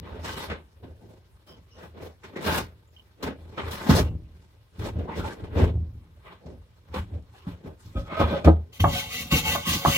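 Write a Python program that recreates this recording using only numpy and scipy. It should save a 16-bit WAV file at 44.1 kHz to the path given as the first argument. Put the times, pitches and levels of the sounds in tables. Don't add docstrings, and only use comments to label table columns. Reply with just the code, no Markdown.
import sys
import numpy as np
from scipy import signal
from scipy.fft import rfft, irfft, next_fast_len
from scipy.io import wavfile

SR = 44100
rng = np.random.default_rng(int(sys.argv[2]) if len(sys.argv) > 2 else 0)


def store_pcm(level_fs):
    pcm = np.round(np.clip(level_fs, -1, 1) * 32767).astype(np.int16)
    wavfile.write(sys.argv[1], SR, np.atleast_2d(pcm).T)


def voltage_ratio(decibels):
    exponent = np.asarray(decibels, float) / 20
    return 10 ** exponent


N = 439677


def rms_one(x):
    return x / np.sqrt(np.mean(x ** 2) + 1e-20)


def butterworth(x, order, hz, kind="low"):
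    return signal.sosfilt(signal.butter(order, hz, kind, fs=SR, output="sos"), x)


def in_time(rows):
    s, *columns = np.transpose(rows)
    t = np.arange(N) / SR
    return [voltage_ratio(np.interp(t, s, column, left=-150, right=-150)) for column in columns]


def at_hz(points, hz):
    points = np.array(points)
    return np.interp(np.log(hz), np.log(points[:, 0]), points[:, 1])


def drift(rate_hz):
    step, settle = 40, 2000
    r = np.exp(-2 * np.pi * step * rate_hz / SR)
    noise = rng.standard_normal(N // step + settle + 2)
    slow = signal.lfilter([1], [1, -2 * r, r * r], noise)[settle:]
    return np.interp(np.arange(N) / step, np.arange(len(slow)), rms_one(slow))


def ring(force, hz, t60):
    r, w = voltage_ratio(-60 / (t60 * SR)), 2 * np.pi * hz / SR
    return signal.lfilter([0, np.sin(w)], [1, -2 * r * np.cos(w), r * r], force + 1e-18)


def grains(per_s, spread_db):
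    sizes_db = spread_db * np.minimum(rng.exponential(1, (2, N)), 4)
    sizes = voltage_ratio(sizes_db) * rng.choice([-1, 1], (2, N))
    return rms_one(sizes * (rng.random((2, N)) < per_s / SR))


# frequency in Hz, left-right likeness from 0 to 1.
COHERENCE = [(60, 1), (200, 0.7), (600, 0.65), (2000, 0.076), (6000, 0.14), (14000, 0.23)]


def coloured(pair, spectrum, patchy_db):
    out, lowest, highest = 0, spectrum[0][0], spectrum[-1][0]
    edges = np.geomspace(lowest, highest, int(2 * np.log2(highest / lowest)) + 2)
    for k, (low, high) in enumerate(zip(edges, edges[1:])):
        mid, side = butterworth(pair, 2, [low, high], "band") * (-1) ** k
        hz = np.sqrt(low * high)
        alike = np.clip(at_hz(COHERENCE, hz), 0, 1)
        gain = voltage_ratio(at_hz(spectrum, hz) + patchy_db * drift(11.5))
        out = out + gain * (np.sqrt(1 + alike) * mid + np.sqrt(1 - alike) * side * [[1], [-1]])
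    return rms_one(out)


def struck(hits, modes, vary_db):
    hits, out = np.array(hits), np.zeros(N)
    luck = rng.normal(0, vary_db, (len(hits), len(modes)))
    for k, (hz, level_db, t60) in enumerate(modes):
        clicks = np.zeros(N)
        clicks[(hits[:, 0] * SR).astype(int)] = voltage_ratio(hits[:, 1] + level_db + luck[:, k])
        out += (-1) ** k * ring(clicks, hz, t60)
    return out


def rubbed(force, peaks, shift_db):
    out = 0
    for k, (hz, width_hz, level_db) in enumerate(peaks):
        r = np.exp(-np.pi * width_hz / SR)
        poles = [1, -2 * r * np.cos(2 * np.pi * hz / SR), r * r]
        mode = signal.lfilter([1, 0, -1], poles, force * voltage_ratio(shift_db * drift(6.6)))
        out = out + (-1) ** k * voltage_ratio(level_db) * (1 - r * r) * mode
    return rms_one(out)


def swells(starts, holds, levels_db, shape):
    rise, fall, linger_db, linger_fall, idle_db = shape
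    sag_db_per_s, step = 17.5, 32
    starts, holds, levels_db = starts[:, None], holds[:, None], levels_db[:, None]
    age = np.arange(0, N + step, step, dtype=np.float32) / SR - starts
    late = np.maximum(age - holds, 0)
    sag = sag_db_per_s * (np.clip(age, 0, holds) - holds / 2)
    db = levels_db + rise * np.minimum(age, 0) - sag
    power = voltage_ratio(2 * db) * (voltage_ratio(-2 * fall * late) + voltage_ratio(2 * (linger_db - linger_fall * late)))
    level = np.sqrt(power.sum(axis=0) + voltage_ratio(2 * idle_db))
    return np.interp(np.arange(N) / step, np.arange(age.shape[1]), level)


def bursts(times, levels_db, t60s):
    out, bite_s = np.zeros(N), 0.0055
    for s, db, t60 in zip(times, levels_db, t60s):
        start = int(s * SR)
        age = np.arange(N - start)[:SR // 2] / SR
        out[start:][:len(age)] += voltage_ratio(db - 60 * age / max(t60, .02)) * (1 - np.exp(-age / bite_s))
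    return out


def lift(times, lead_s, depth):
    out, t = np.ones(N), np.arange(N) / SR
    for s in times:
        near = slice(max(int((s - .1) * SR), 0), int(s * SR))
        out[near] *= 1 - depth * np.exp((t[near] - s) / lead_s)
    return out


def scattered(pair, t60, echo_db, shift_hz):
    age, out = np.arange(4000) / SR, 0
    place = np.pi / 4 * (1 + np.tanh(drift(shift_hz)))
    for share in (np.cos(place), np.sin(place)):
        cloud = rng.standard_normal((2, 4000)) * voltage_ratio(-60 * age / t60)
        cloud *= voltage_ratio(echo_db) / np.linalg.norm(cloud, axis=1, keepdims=True)
        cloud[:, 0] = 1
        out = out + signal.oaconvolve(share * pair, cloud, axes=1)[:, :N]
    return out / np.sqrt(1 + voltage_ratio(2 * echo_db))


def workshop(x):
    t60, wall_cut_hz = 0.21, 2160
    size = next_fast_len(N + SR)
    bins = np.arange(size // 2 + 1)
    turn = np.exp(-2j * np.pi * bins / size)
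    dull = np.exp(-2 * np.pi * wall_cut_hz / SR)
    wall = (1 - dull) / (1 - dull * turn)
    reply = np.zeros((2, len(bins)), complex)
    for k, lag in enumerate((rng.uniform(.012, 0.037, 12) * SR).astype(int)):
        loop = voltage_ratio(-60 * lag / SR / t60) * wall * np.exp(-2j * np.pi * lag / size * bins)
        reply[k % 2] += (-1) ** (k // 2) * loop / (1 - loop)
    return irfft(rfft(x, size) * reply, size)[:, :N]


def spaced(x):
    near = scattered(np.array([x, x]), t60=.04, echo_db=-7, shift_hz=3.5)
    return near + voltage_ratio(-8) * workshop(x)


# frequency in Hz, level in dB per Hz.
HUSH_SPECTRUM = [(15, -42), (25, -23), (59, 2), (87, 2), (223, -29), (403, -24.5), (673, -37),
                 (3050, -31.5), (7850, -46), (8980, -41.5), (15800, -42)]


def hush():
    return voltage_ratio(-58) * coloured(rng.standard_normal((2, N)), HUSH_SPECTRUM, patchy_db=-3.0)


# start in seconds, hold in seconds, level in dB.
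LEANS = [(0.0, 0.022, -34), (0.113, 0.27, -38), (.5, .01, -36), (0.833, 0.065, -39.5), (1.027, 0.17, -50),
         (1.513, .16, -50), (1.784, 0.14, -49.5), (2.024, .01, -39.5), (2.46, 0.18, -33.5),
         (3.255, .01, -33.5), (3.378, 0.16, -44.5), (3.628, 0.11, -33.5), (3.92, 0.1, -14.5),
         (4.082, 0.056, -24.5), (4.805, 0.12, -31.5), (4.975, .01, -25.5), (5.195, .05, -28.5),
         (5.433, .01, -27.5), (5.554, 0.0082, -12), (5.63, 0.0091, -10.5), (5.745, .06, -23),
         (6.462, 0.13, -41), (6.937, 0.063, -26), (7.14, 0.02, -30), (7.47, .08, -36),
         (7.67, 0.0091, -39.5), (7.873, 0.026, -34.5), (7.973, .01, -20.5), (8.198, .03, -18),
         (8.453, 0.052, -22)]
# rise and fall in dB/s, remnant in dB, its fall in dB/s, idle stir in dB.
LEAN_SHAPE = (349.5, 215, -13, 56, -63.5)
# start in seconds, hold in seconds, push on the boards in dB,
# rocking of the bench top in dB.
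SHOVES = [(8.815, 0.068, -18, -26), (8.93, 0.033, -37, -33.5), (9.152, 0.22, -42.5, -42),
          (9.333, 0.021, -20, -19), (9.45, 0.13, -33, -35.5), (9.68, 0.074, -29.5, -26),
          (9.869, 0.018, -24, -21.5)]
# rise and fall in dB/s, remnant in dB, its fall in dB/s, idle stir in dB.
SHOVE_SHAPE = (898, 302, -15.5, 51, -85.5)
# start in seconds, boom in dB,
# hollow note in Hz, note against the boom in dB.
THUDS = [(0.825, -39, 167, -25), (2.45, -30, 400, 0.5), (3.232, -38, 268.7, 12), (3.892, -14.5, 166.5, 9),
         (4, -15, 169, -0.5), (4.782, -23.5, 173, -9), (5.56, -23, 145, -23), (5.618, -13.5, 254.5, -9.5),
         (6.451, -47.5, 164, 10), (6.958, -29.5, 190, 1.5), (7.468, -38.5, 175.6, 16.5),
         (7.645, -31, 161, -1), (7.952, -19, 233.6, -8.5), (8.199, -25, 223, 7), (8.450, -17, 188.6, -3),
         (8.798, -2.5, 144, -33), (9.322, -17, 155, 2.5), (9.683, -25, 150, -4), (9.853, -22, 153.2, -2)]
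# frequency in Hz, level in dB, T60 in seconds.
FLOOR_MODES = [(47.8, -15, 0.26), (67.6, -11.5, 0.26), (82, 3.5, 0.46), (106.6, -3.5, 0.5),
               (160.6, -8.5, 0.38), (223.5, -7.5, 0.064), (290.5, -17, 0.22)]


def boards():
    weight = swells(*np.transpose(LEANS), LEAN_SHAPE)
    s, hold, push_db, rock_db = np.transpose(SHOVES)
    pushing = swells(s, hold, push_db, SHOVE_SHAPE)
    rocking = swells(s, hold, rock_db, SHOVE_SHAPE)
    load = (weight + pushing) * lift(np.array(THUDS)[:, 0], lead_s=0.05, depth=1.0)

    force = grains(300, 2.0)
    hum = rms_one(sum(voltage_ratio(level_db) * ring(force[0], hz, 0.68 * t60) for hz, level_db, t60 in FLOOR_MODES))
    damped = [(hz, level_db, 0.66 * t60) for hz, level_db, t60 in FLOOR_MODES]
    blows = struck([(s, db - 16.5) for s, db, hz, rel in THUDS], damped, vary_db=1.5)
    for s, db, hz, rel in THUDS:
        heel_and_toe = [(s, db + rel - 5.5), (s + 0.0147, db + rel - 9.5)]
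        blows = blows + struck(heel_and_toe, [(hz, 0, .3), (1.6 * hz, -5, .1)], vary_db=2.0)
    bench_top = rms_one(ring(force[1], 163, 0.11) + voltage_ratio(-1.0) * ring(force[1], 225, 0.054))
    sway = voltage_ratio(-24) * load * rms_one(ring(force[1], 75, .08)) * [[1], [-1]]
    floor = voltage_ratio(-3.5) * load * hum + blows + voltage_ratio(-2.0) * rocking * bench_top + sway
    return butterworth(floor, 2, 900)


# start in seconds, hold in seconds, rasp
# in dB, dull rub against rasp in dB, grit against rasp in dB.
SLIDES = [(0.054, 0.24, -53.5, 7, -20), (0.253, 0.21, -43.5, 1, -4.5), (0.509, 0.023, -41, 4, -32),
          (0.843, 0.054, -67.5, 19.5, -13), (1.037, 0.098, -69.5, 16, -3.5), (1.79, 0.065, -54.5, 6.5, -10),
          (2.02, 0.045, -52, 9, -9.5), (1.97, .04, -58, 12, -20), (2.364, 0.048, -51, 13, -10),
          (2.472, 0.11, -29, -0.5, -6.5), (1.501, 0.052, -66, 12.5, -8), (3.271, 0.0092, -43, 10, -14),
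          (3.415, 0.19, -64.5, 9, -7.5), (3.574, 0.089, -48, 5.5, -12.5), (3.681, 0.16, -42, -0.5, -9),
          (3.901, 0.089, -29.5, 5, -6.5), (4.841, 0.037, -43, 8.5, -8.5), (4.79, .03, -56, 0, -4),
          (2.25, .03, -60, 0, -6), (7.35, .08, -64, 0, -4), (5.27, .04, -56, 0, 2),
          (4.975, 0.12, -55, 17, -15.5), (5.181, 0.12, -45, 8, -8), (5.407, 0.052, -55, 13, -13),
          (5.584, 0.062, -37.5, 11, -15), (6.271, 0.069, -54.5, -1, -20), (6.463, 0.077, -67.5, 20.5, -9),
          (6.963, 0.016, -39, -0.5, -11.5), (7.134, 0.033, -63, 17.5, -13),
          (7.495, .01, -50, 4, -9.5), (7.661, .01, -55, 15, -12.5), (7.81, 0.29, -68.5, -4, 0.5),
           (7.989, .01, -43, -1.5, -13.5), (8.115, .06, -34, 1, -31), (8.207, .01, -23.5, 4.5, -23.5),
           (8.287, .09, -30.5, 7, -27), (8.468, 0.0065, -38.5, 17.5, -13)]
# rise and fall in dB/s, remnant in dB, its fall in dB/s, idle stir in dB.
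RUB_SHAPE = (310, 227.5, -27.5, 63.5, -69)
RASP_SHAPE = (305, 279, -36.5, 93, -72.5)
GRIT_SHAPE = (355, 336.5, -47, 71, -79)
# start in seconds, rub in dB, grit against rub in dB, T60 in seconds.
SCUFFS = [(0.243, -27.5, -31, 0.16), (0.499, -28.5, -38, 0.16), (0.827, -45, -34, 0.24),
          (1.464, -50, -18, 0.29), (2.235, -33.5, -30, 0.24), (2.359, -32.5, -31, 0.22),
          (2.463, -19, -29, 0.16), (3.225, -21.5, -22, 0.205), (3.574, -19.5, -51, 0.21),
          (3.894, -13, -21.5, 0.13), (3.948, -29.5, -1, 0.2), (3.709, -42, -3, .15),
          (4.791, -44.5, -25, 0.22), (4.989, -38, -30, .1), (5.437, -40, -30, .1), (7.222, -58, -8, .05),
          (0.366, -36, -20, .1), (5.082, -33, -49, 0.3), (6.46, -39, -16, 0.067), (6.94, -25, -20, 0.11),
          (7.467, -59, -13, 0.22), (7.636, -47, -33, 0.13), (8.201, -20, -32, 0.076),
          (8.444, -11, -19.5, 0.076)]
# frequency in Hz, level in dB per Hz.
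RUB_SPECTRUM = [(100, -20), (170, 6.5), (339, -2.5), (411, 4), (750, -5.5), (980, -52.5), (1650, -120)]
RASP_SPECTRUM = [(600, -21.5), (800, -1.5), (1300, -1), (2000, -6.5), (4000, -12.5), (5500, -43)]
GRIT_SPECTRUM = [(2350, -23.5), (3600, 0), (6190, -2), (8030, -11), (15100, -9.5), (15800, -8.5)]
# start in seconds, level in dB, frequency in Hz, T60 in seconds.
SQUEAKS = [
    (1.49, -60, 5100, 0.08),
    (1.72, -65, 5200, 0.12),
    (2.875, -62.5, 7040, 0.032),
    (2.964, -49.5, 2930, 0.049),
    (4.039, -54, 2730, 0.18),
]
# frequency in Hz, width in Hz, level in dB.
CREAK_MODES = [(509, 42, 5.5), (1087, 90, -2.5), (1637, 160, -3.5)]


def soles(stillness):
    s, hold, rasp_db, dull_db, grit_db = np.transpose(SLIDES)
    rub = stillness * swells(s, hold, rasp_db + dull_db, RUB_SHAPE)
    rasp = stillness * swells(s, hold, rasp_db, RASP_SHAPE)
    grit = swells(s, hold, rasp_db + grit_db, GRIT_SHAPE)

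    times, rub_db, grit_db, t60s = np.transpose(SCUFFS)
    airborne = lift(times, lead_s=0.024, depth=0.42)
    rub = rub * airborne + bursts(times, rub_db - 14.5, t60s)
    rasp = rasp * airborne + bursts(times, rub_db - 13.0, t60s)
    grit = grit * airborne + bursts(times, rub_db + grit_db + 4.5, .5 * t60s)

    slips = grains(2500, 1.9)
    body = rub * coloured(slips, RUB_SPECTRUM, patchy_db=2.5)
    scrape = rasp * coloured(slips, RASP_SPECTRUM, patchy_db=1.5)
    hiss = grit * coloured(grains(12000, 3.5), GRIT_SPECTRUM, patchy_db=3.0)
    squeak = np.zeros(N)
    for s, db, hz, t60 in SQUEAKS:
        catches = [(s, db), (s + 0.0035, db), (s + 0.031, db)]
        squeak += struck(catches, [(hz, 0, t60), (1.07 * hz, -6, t60)], vary_db=3.5)
    sliding = body + scattered(scrape + hiss + squeak, t60=0.077, echo_db=1.0, shift_hz=2.76)
    creaks = voltage_ratio(-9.5) * rasp * rubbed(slips[0], CREAK_MODES, shift_db=7.5)
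    return (sliding + creaks) * voltage_ratio(1.78 * drift(29.2))


# start in seconds, hold in seconds, level in
# dB.
SWISHES = [(0.243, .03, -62), (1.47, .05, -67), (1.825, .03, -67), (2.025, .03, -60), (2.42, .03, -56),
           (2.462, .1, -44), (3.235, .02, -62), (3.712, .035, -46), (3.892, .03, -43), (3.953, .035, -40),
           (4.79, .07, -63), (5.55, .08, -64), (6.945, .03, -60), (9.47, .08, -42), (9.67, .09, -37),
           (9.87, .11, -37)]
# start in seconds, hold in seconds, level
# in dB, frequency in Hz, width in Hz.
RUSTLES = [(0.26, .14, -48, 2980, 200), (0.501, .025, -39, 1600, 1500), (1.475, .07, -60, 3100, 250),
           (1.475, .05, -65, 5070, 200), (1.715, .06, -64, 2900, 250), (1.715, .09, -69, 5350, 120),
           (1.715, .08, -71, 6000, 120), (2.236, .02, -52, 1700, 900), (2.361, .03, -44, 1900, 900),
           (2.465, .03, -34, 1450, 400), (2.465, .03, -29, 480, 300), (3.577, .03, -40, 1300, 1200),
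           (3.715, .03, -52, 11000, 900), (5.081, .05, -38, 900, 300), (5.12, .03, -45, 2000, 400),
           (5.2, .05, -43, 1400, 200), (5.24, .03, -38, 900, 200), (5.29, .025, -45, 1600, 250),
           (7.469, .02, -50, 900, 700), (3.896, .04, -22, 220, 120), (9.316, .06, -41, 2210, 40),
           (9.67, .015, -38, 2800, 120), (6.27, .07, -55, 1100, 250), (7.35, .08, -64, 2800, 900),
           (7.345, .03, -58, 780, 100), (8.12, .07, -42, 1270, 90), (8.09, .1, -52, 2150, 90),
           (8.11, .08, -52, 2500, 90), (8.204, .025, -28, 1020, 300), (8.33, .06, -34, 560, 90)]
# rise and fall in dB/s, remnant in dB, its fall in dB/s, idle stir in dB.
SWISH_SHAPE = (1500, 330, -25, 90, -100)
RUSTLE_SHAPE = (2000, 400, -40, 100, -120)


def rustling():
    slips = grains(4000, 3.0)
    air = rms_one(butterworth(rng.standard_normal((2, N)), 2, 8500, "high"))
    out = swells(*np.transpose(SWISHES), SWISH_SHAPE) * air
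    for s, hold, db, hz, width_hz in RUSTLES:
        near = slice(int((s - .1) * SR), int((s + .4) * SR))
        peak = signal.iirpeak(hz, hz / width_hz, fs=SR)
        rough = slips[0, near] + .6 * slips[1, near] * [[1], [-1]]
        tone = signal.lfilter(*peak, signal.lfilter(*peak, rough))
        level = swells(np.array([s]), np.array([hold]), np.array([db]), RUSTLE_SHAPE)
        out[:, near] += rms_one(tone) * level[near]
    return out


# time in seconds, level in dB.
DRAG = [
    (7.93, -69.5),
    (7.966, -37),
    (8.036, -52.5),
    (8.22, -23),
    (8.294, -41.5),
    (8.33, -31.5),
    (8.438, -50),
    (8.448, -21),
    (8.46, -40),
]
# time in seconds, peak in dB.
BUMPS = [
    (7.952, -46),
    (8.202, -11),
    (8.472, -6),
]
# frequency in Hz, width in Hz, level in dB.
FRAME_MODES = [(550, 23, 2.5), (650, 60, -4), (800, 36, -6.5), (1012, 13, -12), (1266, 19, -3),
               (1553, 15, -8.5), (2410, 26, -9.5), (3430, 210, -16)]
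# frequency in Hz, level in dB, T60 in seconds.
BENCH_MODES = [(167, -15, 0.15), (313, -2.5, 0.069), (435, -15, 0.094), (484, -3, 0.1), (686, 5, 0.05),
               (804, -11, 0.19), (1020, -15, .05), (1250, -4, 0.058), (1470, -29, 0.077)]


def frame(dragging):
    chatter = dragging * rubbed(grains(1500, 4.5)[0], FRAME_MODES, shift_db=4.0)
    return voltage_ratio(-2.5) * chatter + struck([(s, db - 13) for s, db in BUMPS], BENCH_MODES, vary_db=5.0)


# time in seconds, level in dB.
FEET = [
    (8.122, -36),
    (8.209, -22),
    (8.326, -30),
    (8.444, -32),
    (8.472, -10),
    (8.479, -13),
    (8.488, -18),
    (8.497, -20),
]
# frequency in Hz, level in dB, T60 in seconds.
LOADED_MODES = [(167, -3, .1), (318, -3, .09), (440, -8, .07), (528, -4, .09), (641, -6, .08),
                (720, -5, .07), (829, -8, .08), (953, -11, .08), (1270, -16, .07), (1540, -23, .07),
                (1900, -25, .06)]


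def landing():
    return struck(FEET, LOADED_MODES, vary_db=3.0)


# time in seconds, level in dB.
JOLTS = [
    (8.238, -23),
    (8.451, -11),
    (8.4635, -8),
]
# frequency in Hz, level in dB, T60 in seconds.
BENCH_LEG_MODES = [(79, 0, .32), (52, -8, .2)]


def jolt():
    return butterworth(struck(JOLTS, BENCH_LEG_MODES, vary_db=1.0), 2, 300)


# wires touch in seconds, full speed in seconds, stop in seconds,
# bristles in dB, ring of the iron in dB.
STROKES = [
    (8.72, 8.728, 8.775, -51, -56),
    (8.787, 8.802, 8.808, -33.5, -29),
    (8.848, 8.938, 9.0, -31.5, -32.5),
    (9.082, 9.131, 9.218, -34.5, -40),
    (9.301, 9.317, 9.39, -26.5, -26),
    (9.421, 9.468, 9.55, -29.5, -30.5),
    (9.642, 9.676, 9.748, -27, -27.5),
    (9.824, 9.875, 9.99, -28, -28.5),
]


def strokes():
    rows, before = [], -70
    for touch, full, stop, bristle_db, iron_db in STROKES:
        after = bristle_db - 14
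        rows += [(touch, before, before), (full, bristle_db, iron_db)]
        rows += [(stop, bristle_db, iron_db - 1.0), (stop + 0.017, after + 5, after + 5)]
        before = after
    return in_time(sorted(rows))


# frequency in Hz, level in dB per Hz.
BRISTLE_SPECTRUM = [(880, -44.5), (1500, -11), (1660, -23), (2230, -2.5), (2410, -4.5), (3240, -3.5),
                    (4750, -4), (5250, -11.5), (5620, -10), (6920, -1.5), (7860, -23.5), (13900, -7),
                    (15800, -11)]
# frequency in Hz, width in Hz, level in dB.
IRON_MODES = [(465, 20.5, -5), (555, 8.4, 1.5), (728, 32, -4.5), (870, 41, -1.5), (1110, 85, -3.5),
              (1255, 52, -4), (1519, 29, -2.5), (1975, 34, -2), (2200, 17, 2), (2740, 81, 0.5),
              (3115, 110, 2), (3690, 47, -1), (5800, 22, -7), (6470, 17, -20)]
# frequency in Hz, width in Hz, depth from 0 to 1.
SHADOWS = [(937, 120, 1), (1880, 110, 0.2), (2470, 160, 0.1), (5330, 220, 0.6), (7920, 640, 0.6),
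           (9620, 200, 0.6), (10700, 150, 0.4)]


def brush():
    bristles, iron = strokes()
    tips = grains(6000, 3.1)
    wires = bristles * coloured(tips, BRISTLE_SPECTRUM, patchy_db=1.5)
    scratch = scattered(wires, t60=.11, echo_db=14.0, shift_hz=2.5)
    casting = iron * rubbed(tips[0], IRON_MODES, shift_db=3.5)
    scrub = voltage_ratio(-0.8) * scratch * voltage_ratio([[.7], [-.7]]) + spaced(casting)
    for hz, width_hz, depth in SHADOWS + SHADOWS:
        scrub = scrub - depth * signal.lfilter(*signal.iirpeak(hz, hz / width_hz, fs=SR), scrub)
    return scrub


# frequency in Hz, width in Hz, level in dB.
RIB_MODES = [(2000, 25, -4), (2210, 18, 5), (2470, 30, -8), (2810, 30, -1), (3150, 30, -1), (3610, 30, -3),
             (4090, 50, -8), (4500, 40, -10), (4840, 50, -8), (5540, 30, -10), (5810, 25, -7),
             (6310, 25, -10), (7060, 45, -12), (7350, 40, -13)]


def ribs():
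    return voltage_ratio(-4.5) * strokes()[0] * rubbed(grains(2500, 4.5)[0], RIB_MODES, shift_db=6.0)


# time in seconds, peak in dB.
KNOCKS = [
    (8.841, -6),
    (9.316, -30),
    (9.551, -13.5),
    (9.850, -6.5),
]
# frequency in Hz, level in dB, T60 in seconds.
KNOCKED_IRON_MODES = [(574, -15, 0.14), (650, -6.5, 0.039), (840, 1.5, 0.1), (1030, -10, 0.053), (1158, 7, 0.033),
                      (1210, -0.5, 0.044), (1482, -16, 0.11), (2036, -22, 0.041), (2260, -19, 0.056),
                      (2700, -25, .1), (3200, -5, 0.13)]


def knocks():
    bounces_s = (0, .003, .0085)
    hits = [(s + bounce, db - 11 - 450 * bounce) for s, db in KNOCKS for bounce in bounces_s]
    return butterworth(struck(hits, KNOCKED_IRON_MODES, vary_db=4.5), 4, 2100)


def scene():
    dragging = in_time(DRAG)[0]
    stillness = 1 - .7 * (dragging > 1e-5)
    walking = hush() + boards() + soles(stillness) + rustling()
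    blows = spaced(frame(dragging) + knocks())
    iron = landing() + ribs()
    ringing = scattered(np.array([iron, iron]), t60=.05, echo_db=-3.0, shift_hz=2.0)
    return walking + blows + jolt() + brush() + ringing


def low_pass(x):
    return signal.sosfilt(signal.butter(12, 15980, fs=SR, output="sos"), x)


def record(dry):
    lag = 6
    ports = np.array([np.roll(dry[0], lag), dry[1]])
    ports = butterworth(ports, 4, 43.6, "high")
    mix = 1.236 * np.tanh(ports / 1.168)
    return low_pass(mix)


dry = scene()
out = record(dry)
store_pcm(out)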